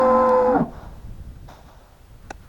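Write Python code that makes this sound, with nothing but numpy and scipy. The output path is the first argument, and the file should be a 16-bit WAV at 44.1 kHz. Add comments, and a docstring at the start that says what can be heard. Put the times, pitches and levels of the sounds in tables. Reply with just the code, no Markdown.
"""Under the tin roof of a stone corral, light wind rumbles on the microphone as a cow bellows at once. Partials
make the high, strained note; a second vibration beats against it and chopped noise roughens it. One tiny tick
falls within the call; the voice then breaks into a short growl of slow pulses and stops. The cow draws air and
snorts, as shaped noise; faint swells of noise rise around 1.4 kHz. Late on, something knocks once close to the
microphone: quick contacts ring short, damped modes."""
import sys
import numpy as np
from scipy import signal
from scipy.fft import rfft, irfft
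from scipy.io import wavfile

SR = 44100
rng = np.random.default_rng(int(sys.argv[2]) if len(sys.argv) > 2 else 0)


def materialize(psi):
    """Save the field psi as 16-bit PCM at rate SR to the path in sys.argv[1].

    A 1-D psi becomes a single channel; in a 2-D psi each row is a channel.
    """
    bounded = np.clip(np.atleast_2d(psi).T, -1, 1)
    quanta = np.round(bounded * 32767).astype(np.int16)
    wavfile.write(sys.argv[1], SR, quanta)


N = 109368
T = np.arange(N) / SR

# wind on the microphone, mean level: (time [s], level [dB])
WIND = [(0, -42.5), (.6, -42), (.8, -37), (1.1, -36.5), (1.35, -39.5), (1.5, -41.5), (1.7, -46),
        (1.88, -52.5), (2.1, -44), (2.3, -43.5), (2.48, -44.5)]
# spectrum of the wind: (frequency [Hz], relative level [dB])
WIND_COLOUR = [(10, -3.5), (28, -3), (55, 0.5), (100, -6), (150, -9.5), (220, -17), (350, -26),
               (700, -33.5), (2000, -63.5)]
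GUST_DB, GUST_HZ = 2, 22  # rms depth and rate of the lumps in the wind
# spectrum of the open yard: (frequency [Hz], relative level [dB])
YARD_COLOUR = [(40, -4), (200, -5.5), (400, -5.5), (800, -8), (1400, -10.5), (2200, -16), (4000, -19),
               (8000, -23), (13000, -24.5), (17000, -23.5)]
YARD_DB = -57.5

# mean pitch of the held note: (time [s], pitch [Hz])
PITCH = [(0, 522.4), (.04, 515.8), (.09, 512.6), (.135, 511.4), (.17, 513.6), (.24, 513.5), (.3, 507.9),
         (.38, 506.7), (.455, 502.4), (.48, 506.3), (.535, 503.5), (.56, 460.8), (.6, 420.7)]
# strength of the held note: (time [s], fundamental level [dB], octave level [dB])
NOTE = [(0, -18.5, -22.5), (.045, -17, -24), (.13, -17.5, -20), (.24, -19, -20.5), (.38, -17.5, -24.5),
        (.455, -18.5, -34), (.49, -18.5, -26), (.535, -19.5, -34.5), (.563, -22.5, -31), (.578, -45, -36),
        (.62, -62, -56)]
# weak partials: (multiple of the pitch [1], level against the fundamental [dB])
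OVERTONES = [(3, -28), (4, -35), (5, -43.5)]
JITTER, SHIMMER = .003, 0.034  # rms share of pitch and of strength

# second vibration in the larynx: (time [s], mean frequency [Hz], level [dB])
SECOND = [(0, 281, -28.5), (.06, 280, -26.5), (.24, 280, -29), (.34, 282, -35), (.42, 280, -35),
          (.5, 274, -32), (.535, 272, -32), (.57, 262, -35), (.61, 215, -44)]
FLUTTER_HZ = 59.15
# sum and difference tones: (multiple of pitch [1], of second vibration [1], of flutter [1])
MIXES = [(1, -1, 0), (0, 1, 0), (0, 1, 1), (2, -1, 0), (1, 1, 0), (1, 1, 1), (2, 0, -2), (2, 1, 0),
         (3, 0, -2)]
# one entry for each of those tones: level against the second vibration's level [dB]
MIXES_DB = [0, -10, -13.5, -4, -11, -4, -5.5, -8.5, -16]
SECOND_JITTER, FLUTTER_JITTER, MIX_SHIMMER = .007, .04, .25  # rms shares

# hoarse air through the throat: (time [s], relative level [dB])
RASP = [(0, -28), (.1, -30.5), (.27, -30.5), (.33, -31.5), (.41, -31.5), (.5, -33), (.56, -24.5),
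        (.605, -22), (.635, -43), (.665, -62)]
# spectrum of the throat: (frequency [Hz], relative level [dB])
THROAT = [(100, -18), (190, -12.5), (250, -5), (340, -2.5), (410, -13.5), (560, -7), (680, -1.5),
          (900, -3.5), (1150, -8), (1420, -7.5), (1700, -12), (2100, -23.5), (2600, -29.5), (3050, -37.5),
          (4000, -31.5), (6400, -39.5), (7100, -35.5), (8000, -50), (15000, -51)]
# narrow upper resonances: (frequency [Hz], width of each of two passes [Hz], level against the rasp [dB])
UPPER = [(3520, 240, -35), (4340, 60, -37.5), (5010, 400, -33.5)]
SHUT_S, SHUT_DB_PER_S, SHUT_HZ = 0.48, 142, 1400  # the closing mouth takes the treble away

# a rough partial that sinks as the mouth closes: (time [s], mean frequency [Hz], relative level [dB])
GLIDE = [(.22, 912, -42.5), (.28, 905, -37), (.33, 895, -24), (.41, 870, -29.5), (.46, 841.4, -29.5),
         (.5, 837, -24), (.525, 778.6, -29.5), (.56, 769.7, -24), (.585, 682, -25), (.615, 617, -37)]
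GLIDE_JITTER, GLIDE_SHIMMER = .022, .5  # rms shares

# spectrum of the tick: (frequency [Hz], relative level [dB])
TICK_COLOUR = [(1000, -10), (3500, 0), (6000, 3.5), (8000, -9.5), (10500, -4.5), (16000, -16.5)]
TICK_S, TICK_DECAY_S, TICK_DB = .2930, 0.00031, -70  # level is the rms over the whole scene

# the voice breaks into its low register: (time [s], mean frequency [Hz], relative level [dB])
BREAK = [(.46, 249, -44), (.5, 254.3, -24.5), (.535, 283.2, -33), (.551, 290.3, -20), (.571, 280, -15.5),
         (.583, 267.7, -39), (.605, 253.4, -22), (.63, 214.4, -20.5), (.65, 205, -43), (.68, 213, -55)]
# partials of the low register: (multiple of its frequency [1], level against its fundamental [dB])
BREAK_OVERTONES = [(2, -20.5), (3, -22), (4, -17.5), (5, -15.5)]
# closing growl: (time [s], mean pulse rate [pulses/s], relative level [dB])
GROWL = [(.54, 110, -45), (.57, 92, -28), (.585, 88, -27), (.605, 82, -22), (.63, 74, -26), (.65, 72, -38),
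         (.675, 70, -60)]
# resonances of the growl: (frequency [Hz], half the width of each of two passes [Hz], relative level [dB])
GROWL_THROAT = [(150, 24, 2), (280, 80, -4.5), (421, 40, -5), (670, 130, -13.5), (1080, 72, -18.5),
                (1420, 150, -34)]

# air through the muzzle:
# (start [s], rise [s], hold [s], fade [dB/s], relative level [dB], relative hiss level [dB])
PUFFS = [(0.677, 0.063, .1, 75, -43.5, -60), (1.476, 0.012, 0.021, 132, -42, -50.5),
         (1.55, 0.019, .015, 52, -54, -62.5), (1.65, 0.025, 0.021, 64, -49.5, -60),
         (1.77, 0.042, 0.093, 60, -57, -74)]
# spectrum of the breath in the muzzle: (frequency [Hz], relative level [dB])
MUZZLE = [(200, -3.5), (450, -3.5), (650, 2.5), (950, 1), (1250, -6), (1520, -7), (1900, -20.5),
          (3000, -32), (6000, -57)]
# spectrum of the hiss: (frequency [Hz], relative level [dB])
HISS = [(1500, -9), (3000, -13), (3700, -5), (4400, -16), (5200, -10.5), (6800, -16), (8500, -30),
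        (15000, -21)]

# faint swells of noise: (middle [s], length [s], level [dB])
FAINT_SWELLS = [(1.363, .025, -58), (2.26, 0.082, -59), (2.447, .08, -58)]
# spectrum of the faint swells: (frequency [Hz], relative level [dB])
FAINT_SWELL_COLOUR = [(300, -11), (800, -3), (1450, 2), (2000, -11), (3700, -13), (8000, -28)]

# contacts of one knock with its rattle: (time [s], relative level [dB])
KNOCKS = [(2.3040, -24.5), (2.3056, -16.5), (2.3070, -25), (2.3082, -14), (2.3108, -39), (2.3130, -25.5)]
# modes of the knocked object: (frequency [Hz], relative level [dB], time to fall 60 dB [s])
KNOCK_MODES = [(76.6, -24, .04), (345, -3, 0.023), (563, -2.5, 0.018), (780, -1, 0.017), (940, -4, 0.011),
               (1460, -1.5, 0.01), (2090, -2, 0.0039), (2610, -14, 0.022), (3930, -11, 0.0062),
               (5820, -8.5, 0.0058), (7040, -8.5, 0.0034), (10500, -14, 0.0022)]
GRIT_DB, GRIT_DECAY_S, CONTACT_HZ = -25, .002, 7500  # the contact is softened above CONTACT_HZ

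# reverberation under the roof: (frequency [Hz], time to fall 60 dB [s])
SHED = [(150, 0.16), (500, .55), (1000, 0.19), (3000, 0.36), (9000, 0.12)]
NOTE_WET_DB, ROUGH_WET_DB, KNOCK_WET_DB = -22, -12.5, -26

WHINE_HZ, WHINE_DB, EDGE_HZ = 16904, -71, 17200  # the recorder's whine and upper band limit


def amp(db):
    """Decibels to gain."""
    return 10 ** (np.asarray(db) / 20)


def unit(x):
    """Scales to rms 1."""
    return x / np.sqrt(np.mean(x ** 2) + 1e-20)


def curve(table, column):
    """One column of a table, joined by straight lines in time."""
    rows = np.array(table, float)
    return np.interp(T, rows[:, 0], rows[:, column])


def level(table, column):
    """Gain from a dB column, fading fast outside the table's span."""
    outside = np.maximum(table[0][0] - T, 0) + np.maximum(T - table[-1][0], 0)
    return amp(curve(table, column)) * np.exp(-outside * 100)


def read(points, hz):
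    """Reads a table on a log-frequency axis."""
    f, value = np.transpose(points)
    return np.interp(np.log(hz + 1), np.log(f + 1), value)


def colour(x, points):
    """Filters by a spectrum; rms 1."""
    gain = amp(read(points, np.fft.rfftfreq(N, 1 / SR)))
    return unit(irfft(rfft(x) * gain, N))


def noise(points):
    """Coloured noise of rms 1."""
    return colour(rng.standard_normal(N), points)


def wander(rate_hz):
    """Slow chance of rms 1, up to about the given rate."""
    hz = np.fft.rfftfreq(N, 1 / SR)
    return unit(irfft(rfft(rng.standard_normal(N)) * np.exp(-(hz / rate_hz) ** 2), N))


def phase(hz):
    """Running angle of a frequency curve."""
    return 2 * np.pi * np.cumsum(hz * np.ones(N)) / SR


def resonate(x, hz, width_hz):
    """A resonance: shifts its frequency to zero, smooths, and shifts back."""
    turn = np.exp(1j * phase(hz))
    r = np.exp(-np.pi * width_hz / SR)
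    smooth = signal.lfilter([1 - r], [1, -r], x / turn + 1e-18)
    return 2 * (turn * smooth).real


def resonate_twice(x, hz, width_hz):
    """Two equal resonances in a row, for steeper skirts; rms 1."""
    return unit(resonate(resonate(x, hz, width_hz), hz, width_hz))


def tone(angle, shimmer, rate_hz=45):
    """A partial of about rms 1 whose strength trembles."""
    start = 2 * np.pi * rng.random()
    return np.sqrt(2) * np.sin(angle + start) * (1 + shimmer * wander(rate_hz))


def air():
    """Lumpy wind on the microphone over the quiet yard, both coloured noise of wandering level."""
    wind = amp(curve(WIND, 1) + GUST_DB * wander(GUST_HZ)) * noise(WIND_COLOUR)
    yard = amp(YARD_DB + .5 * wander(rate_hz=8)) * noise(YARD_COLOUR)
    return wind + yard


def note(folds):
    """The clean high note of the vocal folds: fundamental, strong octave, weak overtones."""
    upper = sum(amp(db) * tone(round(k) * folds, MIX_SHIMMER) for k, db in OVERTONES)
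    fundamental = tone(folds, SHIMMER)
    octave = tone(2 * folds, SHIMMER)
    return level(NOTE, 1) * (fundamental + upper) + level(NOTE, 2) * octave


def beating(folds):
    """A second vibration and a flutter mix with the note into sum and difference tones."""
    second = phase(curve(SECOND, 1) * (1 + SECOND_JITTER * wander(rate_hz=47)))
    flutter = phase(FLUTTER_HZ * (1 + FLUTTER_JITTER * wander(rate_hz=27)))
    tones = np.zeros(N)
    for (a, b, c), db in zip(MIXES, MIXES_DB):
        tones += amp(db) * tone(a * folds + b * second + c * flutter, MIX_SHIMMER, rate_hz=25)
    return level(SECOND, 2) * tones


def rasp(folds):
    """Air chopped by the folds fills the throat and rings its upper resonances; it dulls as the mouth shuts."""
    chopped = rng.standard_normal(N) * (1 + np.cos(folds))
    upper = sum(amp(db) * resonate_twice(chopped, hz, width) for hz, width, db in UPPER)
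    full = colour(chopped, THROAT) + upper
    dull = signal.sosfiltfilt(signal.butter(2, SHUT_HZ, fs=SR, output="sos"), full)
    treble = full - dull
    opening = amp(-SHUT_DB_PER_S * np.maximum(T - SHUT_S, 0))
    return level(RASP, 1) * (dull + treble * opening)


def glide():
    """An unsteady partial slides down below the octave in the second half of the call."""
    angle = phase(curve(GLIDE, 1) * (1 + GLIDE_JITTER * wander(rate_hz=190)))
    return level(GLIDE, 2) * tone(angle, GLIDE_SHIMMER, rate_hz=80)


def tick():
    """One tiny bright tick during the call: a burst of noise that dies at once."""
    burst = (T >= TICK_S) * np.exp(-abs(T - TICK_S) / TICK_DECAY_S) * rng.standard_normal(N)
    return amp(TICK_DB) * colour(burst, TICK_COLOUR)


def growl():
    """The voice drops to its low register and falls apart into slow, uneven pulses that ring the throat."""
    low = phase(curve(BREAK, 1) * (1 + 0.022 * wander(rate_hz=79)))
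    voice = tone(low, shimmer=0.41)
    voice += sum(amp(db) * tone(round(k) * low, shimmer=1.0) for k, db in BREAK_OVERTONES)
    started = T > GROWL[0][0]
    turns = phase(started * curve(GROWL, 1) * (1 + .07 * wander(rate_hz=65))) / (2 * np.pi)
    pulses = np.diff(np.floor(turns), prepend=0)  # one click per whole turn
    body = sum(amp(db) * resonate_twice(pulses, hz, 2 * width) for hz, width, db in GROWL_THROAT)
    return level(BREAK, 2) * voice + amp(-2) * level(GROWL, 2) * unit(body)


def snorts():
    """The cow draws air after the call, then blows through its nose: noise that swells and fades."""
    out = np.zeros(N)
    for start, rise, hold, fade, db, hiss_db in PUFFS:
        swell = np.clip((T - start) / rise, 0, 1)
        fall = amp(-fade * np.maximum(T - start - rise - hold, 0))
        out += swell * fall * (amp(db) * noise(MUZZLE) + amp(hiss_db) * noise(HISS))
    return out * amp(0.93 * wander(rate_hz=210))


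def faint_swells():
    """Soft swells of noise around 1.4 kHz, barely above the quiet of the yard."""
    swell = sum(amp(db) * np.exp(-(2 * (T - middle) / length) ** 2) for middle, length, db in FAINT_SWELLS)
    return swell * noise(FAINT_SWELL_COLOUR)


def knock():
    """A few quick, gritty contacts ring a small, dead object near the microphone."""
    force = np.zeros(N)
    for start, db in KNOCKS:
        click = np.arange(N) == round(start * SR)
        grit = (T >= start) * np.exp(-abs(T - start) / GRIT_DECAY_S) * rng.standard_normal(N)
        force += amp(db) * (click + amp(GRIT_DB) * grit)
    body = np.zeros(N)
    for k, (hz, db, t60) in enumerate(KNOCK_MODES):
        body += (-1) ** k * amp(db - 60 * T / t60) * np.sin(2 * np.pi * hz * T)
    soft = signal.lfilter(*signal.butter(1, CONTACT_HZ, fs=SR), force)
    return amp(-6.5) * signal.fftconvolve(soft, body)[:N]


def shed(x):
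    """Sparse reflections from roof and walls, each band dying at its own speed."""
    late = np.arange(SR) > .004 * SR  # none in the first 4 ms
    taps = rng.choice([-1., 1.], SR) * (rng.random(SR) < 2000 / SR) * late  # about 2000 per second
    hz, t, bands = signal.stft(taps, SR, nperseg=256)
    decay = amp(-60 * t / read(SHED, hz)[:, None])
    tail = signal.istft(bands * decay, SR, nperseg=256)[1]
    return signal.fftconvolve(x, tail / np.linalg.norm(tail))[:N]


def scene():
    """The wind, the cow under the roof, the faint swells and the close knock."""
    wind_and_yard = air()
    folds = phase(curve(PITCH, 1) * (1 + JITTER * wander(rate_hz=49)))
    clean = note(folds) + beating(folds)
    rough = rasp(folds) + glide() + growl() + snorts()
    hit = knock()
    echo = shed(amp(NOTE_WET_DB) * clean + amp(ROUGH_WET_DB) * rough + amp(KNOCK_WET_DB) * hit)
    mix = wind_and_yard + clean + amp(-1.0) * rough + tick() + faint_swells() + hit + echo
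    return mix[None]


def record(dry):
    """The recorder adds a faint high whine and limits the band."""
    whine = amp(WHINE_DB) * np.sqrt(2) * np.sin(phase(WHINE_HZ))
    band = signal.firwin(1023, EDGE_HZ, window=("kaiser", 9), fs=SR)
    return signal.oaconvolve(dry + whine, band[None], "same")


dry = scene()
out = record(dry)
materialize(out)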